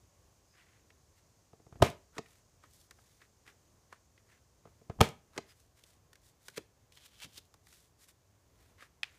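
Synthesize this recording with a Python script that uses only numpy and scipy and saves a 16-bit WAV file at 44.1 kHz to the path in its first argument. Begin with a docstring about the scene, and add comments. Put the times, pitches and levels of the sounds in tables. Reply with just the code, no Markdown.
"""On a craft table in a small room, a plastic corner punch board works close to one microphone.
Twice a hand leans on the button, the die snaps through card, hits its stop and springs back up.
Around this, card slides, taps, peels off a pile and snaps off the guide, over low rumble and faint hiss.
Decaying sine waves ring the plastic, the guide and the table; filtered noise makes the cracks, rubs and hisses."""
import sys
import numpy as np
from scipy import signal
from scipy.fft import rfft, irfft
from scipy.io import wavfile
from scipy.ndimage import uniform_filter1d

SR = 44100
rng = np.random.default_rng(int(sys.argv[2]) if len(sys.argv) > 2 else 0)


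def wav_record(signal):
    """Record a signal, one row per channel, as 16-bit PCM in the file named by sys.argv[1]."""
    frames = np.transpose(np.atleast_2d(signal))
    bounded = np.clip(frames, -1, 1)
    # unit amplitude maps onto the largest positive 16-bit level
    quanta = np.round(bounded * 32767).astype(np.int16)
    wavfile.write(sys.argv[1], SR, quanta)


N = 404838
TIME = np.arange(N) / SR  # s, over the whole scene
RING_SAMPLES = 16384  # length of one hit
AGE = TIME[:RING_SAMPLES]  # s since a hit began

# the die hits its stop: t/s, level/dB, time from cut to stop/s, crack level/dB, tuning of the board (factor)
PUNCH_STOPS = [(1.8242, -17, .0033, -5.5, 1.0), (5.0113, -18.3, 0.005, -1.1, 1.02)]
# card and hand come down on the pile: t/s, thud/dB, slap/dB, settling/dB, resonance of the pile f/Hz
PILE_LANDINGS = [(6.5767, -38.5, -46.5, -51, 328), (7.243, -71, -57.5, -54, 201)]
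# ways the plastic board rings: f/Hz, level/dB, time to fade by 60 dB/s
BOARD_MODES = [(145, -2.5, .04), (228, -6.5, 0.059), (314, -4.5, .035), (394, -1.5, .04), (448.1, 0, 0.049),
               (525, 0.5, 0.018), (686, -1.5, 0.04), (850, -3, .03), (1040, -2.5, 0.019), (1251, -3.5, .03),
               (1574, -10, 0.018), (2030, -16, 0.025), (2400, -15.5, .02), (3065, -7.5, 0.023),
               (3230, -8.5, .018), (3605, -12.5, .018), (4530, -15.5, .015)]
# spectrum of the button's click: f/Hz, level/dB
CLICK_SPECTRUM = [(80, -34), (300, 2), (1100, -0.5), (1500, -7.5), (2100, 0.5), (2900, -9.5), (4300, -9),
                  (7000, -12), (9500, -22), (15000, -35)]
# spectrum of a tiny, bright tick: f/Hz, level/dB
TICK_SPECTRUM = [(1500, -23), (3500, 0), (5000, 0), (8000, -3.5), (12000, -9), (15000, -16)]
# spectrum of the hiss of rubbed paper fibres: f/Hz, level/dB
FIBRE_HISS = [(1500, -35), (3500, -2.5), (5000, -2), (8000, -1), (12000, -5), (15000, -9.5)]


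def undb(db):
    """Turn decibels into gain."""
    return 10 ** (np.asarray(db) / 20)


def add(track, s, sound):
    """Mix a sound into a track at time s in seconds."""
    i = int(round(s * SR))
    track[i:i + len(sound)] += sound[:N - i]


def blow(x):
    """Scale a hit to the energy of 10 ms at 0 dB."""
    energy = np.sum(x ** 2)
    return x * np.sqrt(SR / 100 / energy)


def fade(t60):
    """Die away exponentially, by 60 dB in t60 seconds."""
    return np.exp(-np.log(1000) * AGE / t60)


def soften(x, corner_hz):
    """Make a contact soft: it leaves out what lies above its corner."""
    lowpass = signal.butter(2, min(corner_hz, SR * .45), fs=SR, output="sos")
    return signal.sosfilt(lowpass, x)


def walk(rate):
    """Wander smoothly at random around 0, with about rate new targets a second."""
    k = int(SR / rate)
    steps = np.repeat(rng.standard_normal(N // k + 1), k)
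    return uniform_filter1d(steps, k)[:N]


def stroke(start, fastest, end):
    """Speed of a hand movement (0 to 1) that gathers pace, then stops; times in seconds."""
    return np.interp(start + TIME[:SR // 2], np.sort([start, fastest, end]), [0, 1, 0])


def response(points, size):
    """Read the gain of a spectrum at each frequency step of a transform."""
    hz, db = np.transpose(points)
    bins_hz = np.arange(size // 2 + 1) * SR / size
    return undb(np.interp(np.log(bins_hz + 1), np.log(hz), db))


def colour(x, points):
    """Give a steady sound a spectrum, at an average strength (rms) of 1."""
    y = irfft(rfft(x) * response(points, len(x)), len(x))
    return y / np.std(y)


def sheet(hz, skirt_db=-9, edge_db=-25):
    """Spectrum of a flexing card: one broad resonance that falls away on both sides."""
    return [(hz / 30, 2 * edge_db), (hz / 8, edge_db), (hz / 2, skirt_db), (hz, 0),
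            (hz * 2, skirt_db * 1.5), (hz * 4, edge_db), (hz * 12, 2 * edge_db)]


def burst(points, t60, rise_s=0, size=RING_SAMPLES):
    """A dying cluster of tiny contacts: fading noise through a filter that never sounds early."""
    swell = 1 - np.exp(-(AGE + 1 / SR) / (rise_s + 1 / SR))
    grit = rfft(rng.standard_normal(size) * swell * fade(t60))
    # every frequency region gets its share of energy
    grit /= np.sqrt(uniform_filter1d(np.abs(grit) ** 2, size=300))
    # fold the log spectrum onto later times, so the filter starts at once
    cepstrum = irfft(np.log(response(points, size)))
    cepstrum[1:size // 2] *= 2
    cepstrum[size // 2 + 1:] = 0
    cluster = irfft(grit * np.exp(rfft(cepstrum)))
    taper = np.cos(np.pi / 2 * np.arange(size) / size) ** 2
    return blow(taper * cluster)


def ring(modes, corner_hz, tuning=1, scatter_db=1.24):
    """Struck modes, neighbours swinging in opposite directions; each hit favours others."""
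    hz, db, t60 = np.transpose(modes)
    sizes = undb(db + scatter_db * rng.standard_normal(len(hz))) * (-1) ** np.arange(len(hz))
    t60 = np.minimum(t60, 60 / hz)  # damped: fades by 60 dB within sixty cycles
    total = np.zeros(RING_SAMPLES)
    for f, size, t in zip(hz, sizes, t60):
        total += size * fade(t) * np.sin(2 * np.pi * f * tuning * AGE)
    return blow(soften(total, corner_hz))


def table_thud(corner_hz=220):
    """The table top swings at one low pitch that dies away quickly."""
    table_hz, t60_s = 91.8, 0.041
    return blow(soften(fade(t60_s) * np.cos(2 * np.pi * table_hz * AGE), corner_hz))


def fibres(size, grain_db=3.0, crackle_spread_db=4):
    """Paper fibres catch and slip in dense grains; now and then a larger catch crackles."""
    crackle_per_s, crackle_db = 130, -8  # how often; level against the dense grain
    grain_gain = undb(grain_db * np.minimum(rng.exponential(size=size), 5))
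    dense = rng.standard_normal(size) * grain_gain
    happens = rng.random(size) < crackle_per_s / SR
    catches = happens * undb(crackle_spread_db * np.clip(rng.standard_normal(size), -2, 2))
    return dense / np.std(dense) + undb(crackle_db) * np.sqrt(SR / crackle_per_s) * catches


def card_slide(rise_s, fall_s, hz, hiss_db):
    """One slide of the card: the sheet rubs and its fibres hiss, louder as it moves faster."""
    speed = stroke(0, rise_s, rise_s + fall_s)
    grains = fibres(len(speed))
    rub, hiss = colour(grains, sheet(hz)), colour(grains, FIBRE_HISS)
    return speed * (rub + undb(hiss_db) * hiss)


def tap(hz, thud_db, tick_db):
    """A tap flexes the card, thuds on the board and ticks at the card's edge."""
    # spectrum of the thud: f/Hz, level/dB
    thud_spectrum = [(40, -21), (160, -6.5), (380, 1.5), (520, -2.5), (700, -12.5), (1500, -15.5),
                     (5000, -63)]
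    flap = burst(sheet(hz, skirt_db=-11, edge_db=-27.5), t60=0.031, rise_s=0.00029)
    thud = burst(thud_spectrum, t60=0.048, rise_s=.00039)
    tick = burst(TICK_SPECTRUM, t60=0.018, rise_s=0.00056)
    return flap + undb(thud_db) * thud + undb(tick_db) * tick


def knock(corner_hz, thud_db, skin_db=-13, tick_db=-27):
    """A dull knock rings the board and thuds on the table; skin sticks and slips, the loose button ticks."""
    skin = burst(sheet(corner_hz), t60=.08, rise_s=.003)
    tick = burst(CLICK_SPECTRUM, t60=.025, rise_s=.0005)
    thud = table_thud()
    return ring(BOARD_MODES, corner_hz) + undb(skin_db) * skin + undb(tick_db) * tick + undb(thud_db) * thud


def background(rumble_db=-68.3, ease_db_per_s=0.08, waver_db=0.93):
    """Steady noise: a wavering low room rumble under a narrow, high hiss; both end softer than they began."""
    # spectrum of the low rumble: f/Hz, level/dB
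    rumble_spectrum = [(20, -19.5), (45, -6.5), (65, -3.5), (100, -3.5), (140, -10), (220, -17), (420, -17),
                       (700, -20), (960, -23.5), (1080, -21), (1250, -26.5), (2500, -31), (5000, -34),
                       (15000, -38.5)]
    # spectrum of the high hiss: f/Hz, level/dB
    whisper_spectrum = [(2500, -32.5), (4500, -6), (5700, -2.5), (6500, 1), (7500, -4), (9000, -10.5),
                        (15000, -27.5)]
    # loudness of the high hiss: t/s, level/dB
    whisper_levels = [(0, -76.5), (3.5, -76.5), (4.8, -78.5), (5.8, -81), (7.5, -80.5), (9.18, -82)]
    rumble_level = rumble_db - ease_db_per_s * TIME + waver_db * walk(5)
    rumble = undb(rumble_level) * colour(rng.standard_normal(N), rumble_spectrum)
    whisper_level = np.interp(TIME, *np.transpose(whisper_levels))
    whisper = undb(whisper_level) * colour(rng.standard_normal(N), whisper_spectrum)
    return rumble + whisper


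def squeaks():
    """The card's edge sticks and slips fast enough to whistle faintly: noise in a narrow band."""
    # the squeaks: start t/s, loudest t/s, end t/s, level/dB
    squeak_times = [(0.435, 0.518, 0.62, -76), (5.458, 5.503, 5.53, -67)]
    # spectrum of a squeak: f/Hz, level/dB
    squeak_spectrum = [(4000, -41), (4750, -12), (5050, 0), (5350, -16), (6200, -37)]
    out = np.zeros(N)
    for start, loudest, end, db in squeak_times:
        speed = stroke(start, loudest, end)
        whistle = colour(rng.standard_normal(len(speed)), squeak_spectrum)
        add(out, start, undb(db) * speed * whistle)
    return out


def card_moves(catch_db=2.5, sheet_hz=1900, swish_s=0.05, swish_db=-60):
    """Strokes over board and mat, a swish before the first landing and the peel, all catching unevenly."""
    # the card is drawn over board and mat: fastest t/s, length/s, rub level/dB, hiss level/dB
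    card_strokes = [(.6, .22, -67.5, -83), (.71, .24, -72, -86), (1.174, 0.084, -75.5, -76.5),
                    (2.31, 0.25, -74.5, -71.5), (2.769, 0.22, -82.5, -66), (3.06, 0.45, -80.5, -73.5),
                    (4.319, .15, -68, -78), (5.49, .13, -68.5, -70), (5.601, 0.16, -85, -72),
                    (5.784, .07, -68.5, -67), (5.878, 0.22, -79, -71), (6.26, .11, -78, -66.5),
                    (6.47, 0.18, -74.5, -66.5), (7.746, .3, -76, -65.5), (8.02, .1, -73, -64),
                    (8.094, 0.056, -68.5, -62.5), (8.62, 0.22, -77, -76), (8.81, 0.091, -60.5, -74),
                    (9.141, .2, -71, -77)]
    out = np.zeros(N)
    for s, length, rub_db, hiss_db in card_strokes:
        rise = .42 * length  # share of a stroke spent gathering pace
        add(out, s - rise, undb(rub_db) * card_slide(rise, length - rise, sheet_hz, hiss_db - rub_db))
    swish = card_slide(swish_s, fall_s=0.023, hz=2220, hiss_db=-1)
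    add(out, PILE_LANDINGS[0][0] - swish_s, undb(swish_db) * swish)
    return (out + peel()) * undb(catch_db * walk(130))


def card_contacts(edge_lead_s=.0048, edge_db=-5):
    """Soft bumps with a scrape, crisp flicks, and landings that touch edge first and then settle."""
    # the card's corner is pushed against the board: t/s, level/dB, flap resonance f/Hz, scrape level/dB
    corner_bumps = [(0.903, -63, 2140, -87), (2.259, -63, 2130, -80), (2.637, -58.5, 1260, -69),
                    (2.987, -65, 1085, -91), (3.217, -60, 1800, -67), (3.4765, -55, 1930, -61),
                    (3.9262, -49.5, 1290, -67), (4.1774, -66.5, 2180, -80), (8.8231, -54, 1490, -61.5)]
    # the card's edge flicks off a finger or another card: t/s, level/dB, flap resonance f/Hz
    edge_flicks = [(2.9092, -57.5, 1740), (5.8375, -63.5, 3380), (6.1306, -63, 1690), (6.1549, -65, 1900),
                   (6.4827, -50.5, 1660), (6.9216, -65.5, 2800), (6.9714, -68, 3000), (7.3778, -52, 3970),
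                   (7.5404, -64, 1090), (7.669, -65.5, 1800), (7.726, -65.5, 1800)]
    scrape_lead_s, scrape_peak_s, scrape_end_s = .028, 0.0047, 0.062  # around the bump
    out = np.zeros(N)
    for s, db, hz, scrape_db in corner_bumps:
        add(out, s, undb(db) * tap(hz, thud_db=-11, tick_db=-14))
        scrape = card_slide(scrape_lead_s + scrape_peak_s, scrape_end_s - scrape_peak_s, hz=1700, hiss_db=-9)
        add(out, s - scrape_lead_s, undb(scrape_db) * scrape)
    for s, db, hz in edge_flicks:
        add(out, s, undb(db) * tap(hz, thud_db=-9.5, tick_db=0))
    for s, thud_db, slap_db, settle_db, hz in PILE_LANDINGS:
        add(out, s - edge_lead_s, undb(slap_db + edge_db) * tap(hz=1700, thud_db=-3, tick_db=0))
        add(out, s, undb(slap_db) * tap(hz=2290, thud_db=thud_db - slap_db, tick_db=1.5))
        settling = burst(sheet(hz, skirt_db=-15.5, edge_db=-27), t60=0.11, rise_s=.004)
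        add(out, s, undb(settle_db) * settling)
    return out


def hand():
    """The hand settles on the button; nearer the cut it leans harder and each knock goes more into the table."""
    # fingers land on the board and its button: t/s, level/dB, contact corner f/Hz
    finger_knocks = [(1.531, -55.5, 745), (1.597, -62, 700), (1.665, -59, 750), (1.724, -55.5, 1410),
                     (1.755, -57.5, 1802), (4.653, -53.5, 1000), (4.672, -60, 1304), (4.813, -60, 600),
                     (4.897, -41, 1055)]
    lean_thud_db, lean_db_per_s = 10, 70
    out = np.zeros(N)
    for s, db, corner_hz in finger_knocks:
        wait_s = min(abs(punch[0] - s) for punch in PUNCH_STOPS)
        thud_db = lean_thud_db - lean_db_per_s * wait_s
        add(out, s, undb(db) * knock(corner_hz, thud_db, tick_db=-17))
    return out


def die_in_card(load_s=.2, load_db=-65, flex_s=0.075, unload_s=.01, flex_db=-46, touch_db=-51.0, dent_db=-45):
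    """Around every cut: the table flexes, the loaded card creaks, the die touches and dents it, the chip drops."""
    touch_lead_s, dent_lead_s = .0238, 0.014  # before the stop
    chip_fall_s, chip_bounce_s = .0765, .0167  # the cut chip lands, then bounces once
    chip_db, bounce_db = -54, -15  # the bounce is relative to the landing
    out = np.zeros(N)
    for s, *_ in PUNCH_STOPS:
        load = stroke(0, flex_s, flex_s + unload_s)
        flexing = colour(rng.standard_normal(len(load)), sheet(40, skirt_db=-12, edge_db=-34))
        add(out, s - flex_s, undb(flex_db) * load * flexing)
        creak = card_slide(load_s, fall_s=.005, hz=300, hiss_db=-18)
        add(out, s - load_s, undb(load_db) * creak)
        touch = knock(corner_hz=1100, thud_db=0, skin_db=-15)
        add(out, s - touch_lead_s, undb(touch_db) * touch)
        dent = knock(corner_hz=330, thud_db=9.5, skin_db=-15.5)
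        add(out, s - dent_lead_s, undb(dent_db) * dent)
        for delay, db in (chip_fall_s, chip_db), (chip_fall_s + chip_bounce_s, chip_db + bounce_db):
            add(out, s + delay, undb(db) * burst(TICK_SPECTRUM, t60=0.014, rise_s=.0004))
    return out


def punches(cut_db=-1, cut_crack_db=-11, recoil_db=-3, stop_db=-2, thud_db=-4.5, rattle_db=-9.0):
    """The card gives way and the unloaded board recoils; the die slams into its stop and the table top rattles."""
    # spectrum of the sharp crack: f/Hz, level/dB
    crack_spectrum = [(60, -24), (300, -8), (600, 12), (1200, 3), (1800, -2.5), (3300, -1), (5000, -7),
                      (9000, -12), (15000, -21)]
    # spectrum of the table's rattle: f/Hz, level/dB
    rattle_spectrum = [(40, -9.5), (80, 1), (160, 5.5), (280, -3), (440, 1.5), (750, -4.5), (1300, -9),
                       (1700, -11), (2300, -8), (3500, -16), (6000, -20), (9000, -25), (15000, -33.5)]
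    crack_t60_s = .017
    out = np.zeros(N)
    for s, db, lead, crack_db, tuning in PUNCH_STOPS:
        cut = undb(cut_db) * ring(BOARD_MODES, corner_hz=1500, tuning=tuning)
        recoil = -undb(recoil_db) * table_thud()  # swings the opposite way
        cut_crack = undb(crack_db + cut_crack_db) * burst(crack_spectrum, crack_t60_s)
        add(out, s - lead, undb(db) * (cut + recoil + cut_crack))
        stop = undb(stop_db) * ring(BOARD_MODES, corner_hz=9000, tuning=tuning)
        thud = undb(thud_db) * table_thud()
        stop_crack = undb(crack_db) * burst(crack_spectrum, crack_t60_s)
        add(out, s, undb(db) * (stop + thud + stop_crack))
        add(out, s, undb(db + rattle_db) * burst(rattle_spectrum, t60=.17, rise_s=0.022))
    return out


def button(drag_db=-59.5, free_db=-61):
    """The spring drags the die up and free of the card; the button clicks and knocks into its seat."""
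    # the button springs back: t/s, click level/dB, seating knock level/dB
    spring_backs = [(2.1814, -38.5, -38.5), (5.3776, -36, -40.5)]
    drag_s, free_lead_s, seat_delay_s = .06, 0.015, .0055
    out = np.zeros(N)
    for s, click_db, seat_db in spring_backs:
        add(out, s - drag_s, undb(drag_db) * card_slide(drag_s, fall_s=.01, hz=1295, hiss_db=-8))
        add(out, s - free_lead_s, undb(free_db) * tap(hz=1500, thud_db=10.5, tick_db=-7))
        add(out, s, undb(click_db) * burst(CLICK_SPECTRUM, t60=0.029))
        add(out, s + seat_delay_s, undb(seat_db) * ring(BOARD_MODES, corner_hz=1390))
    return out


def peel(rub_db=-2.5, hiss_db=-3, buzz_db=-6):
    """A bent card drags off the pile: a brighter, cracklier rub with a narrow buzz of the stiffened sheet."""
    # the peel, before the overall rub and hiss gains: t/s, rub level/dB, hiss level/dB
    peel_levels = [(6.93, -72, -73), (6.96, -73, -66), (6.974, -54, -73), (6.988, -65.5, -80),
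                   (7.062, -61, -61), (7.09, -70.5, -80), (7.192, -65.5, -74), (7.228, -45.5, -62),
                   (7.248, -50, -61), (7.264, -67, -80), (7.32, -74, -73), (7.388, -53, -53),
                   (7.4, -80, -75), (7.48, -85, -77)]
    buzz_hz, buzz_q = 3180, 6.5  # resonance of the bent sheet and its sharpness
    s, rub_levels, hiss_levels = np.transpose(peel_levels)
    # silent before and after the peel
    rub = undb(np.interp(TIME, s, rub_levels, left=-np.inf, right=-np.inf))
    hiss = undb(np.interp(TIME, s, hiss_levels, left=-np.inf, right=-np.inf))
    grains = fibres(N, grain_db=4.0)
    buzz = signal.lfilter(*signal.iirpeak(buzz_hz, buzz_q, fs=SR), grains)
    body = colour(grains, sheet(2560, skirt_db=-3, edge_db=-13.5)) + undb(buzz_db) * buzz / np.std(buzz)
    rubbing = undb(rub_db) * rub * body / np.std(body)
    return rubbing + undb(hiss_db) * hiss * colour(grains, FIBRE_HISS)


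def corner_snaps(tick_db=-18, flutter_db=-20):
    """A bent corner slips off and rings the guide; the sheet flutters after it."""
    # the card's corner snaps against the guide: t/s, level/dB
    snap_times = [(9.0314, -38), (9.033, -33.5), (9.0375, -57), (9.041, -50)]
    # ways the guide rings: f/Hz, level/dB, time to fade by 60 dB/s
    guide_modes = [(859, -18, 0.013), (1630, -5.5, .011), (2050, -2, 0.0063), (2500, 0, 0.0088),
                   (3420, -1.5, 0.0066), (4270, -12.5, 0.011), (4900, -10, 0.0066)]
    out = np.zeros(N)
    for s, db in snap_times:
        snap = ring(guide_modes, corner_hz=12000)
        tick = undb(tick_db) * burst(TICK_SPECTRUM, t60=0.0092)
        flutter = undb(flutter_db) * burst(sheet(2550, skirt_db=-8, edge_db=-25), t60=0.29, rise_s=0.0073)
        add(out, s, undb(db) * (snap + tick + flutter))
    return out


def room(x, t60_low=.31, t60_high=.26, build_s=0.012):
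    """Blurred reflections that build up quickly and lose their treble first."""
    # spectrum of the reflections: f/Hz, level/dB
    room_spectrum = [(40, -16), (90, -7.5), (160, -2), (300, -0.5), (700, -4), (1200, -3.5), (2200, 1),
                     (3500, 1), (6000, 1.5), (15000, -4)]
    noise = colour(rng.standard_normal(len(AGE)), room_spectrum)
    low = soften(noise, corner_hz=3000)
    build_up = 1 - np.exp(-(AGE / build_s) ** 2)
    tail = (low * fade(t60_low) + (noise - low) * fade(t60_high)) * build_up
    return signal.fftconvolve(x, tail / np.sqrt(np.sum(tail ** 2)))[:N]


def scene(board_room_db=-19, card_room_db=-21):
    """Board and card lie close to the microphone, so the room stays faint."""
    card = squeaks() + card_moves() + card_contacts()
    board = hand() + die_in_card() + punches() + button()
    reflections = room(undb(board_room_db) * board + undb(card_room_db) * card)
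    return (background() + card + board + corner_snaps() + reflections)[None]


def record(dry):
    """The microphone thins the deep bass, rounds the highest peaks and cuts the top."""
    highpass = signal.butter(2, 45, "high", fs=SR, output="sos")
    rounded = np.tanh(1.165 * signal.sosfilt(highpass, dry)) / 1.148
    top_cut = signal.ellip(10, .2, 70, 15400, fs=SR, output="sos")  # steep, above 15400 Hz
    return signal.sosfilt(top_cut, rounded)


dry = scene()
out = record(dry)
wav_record(out)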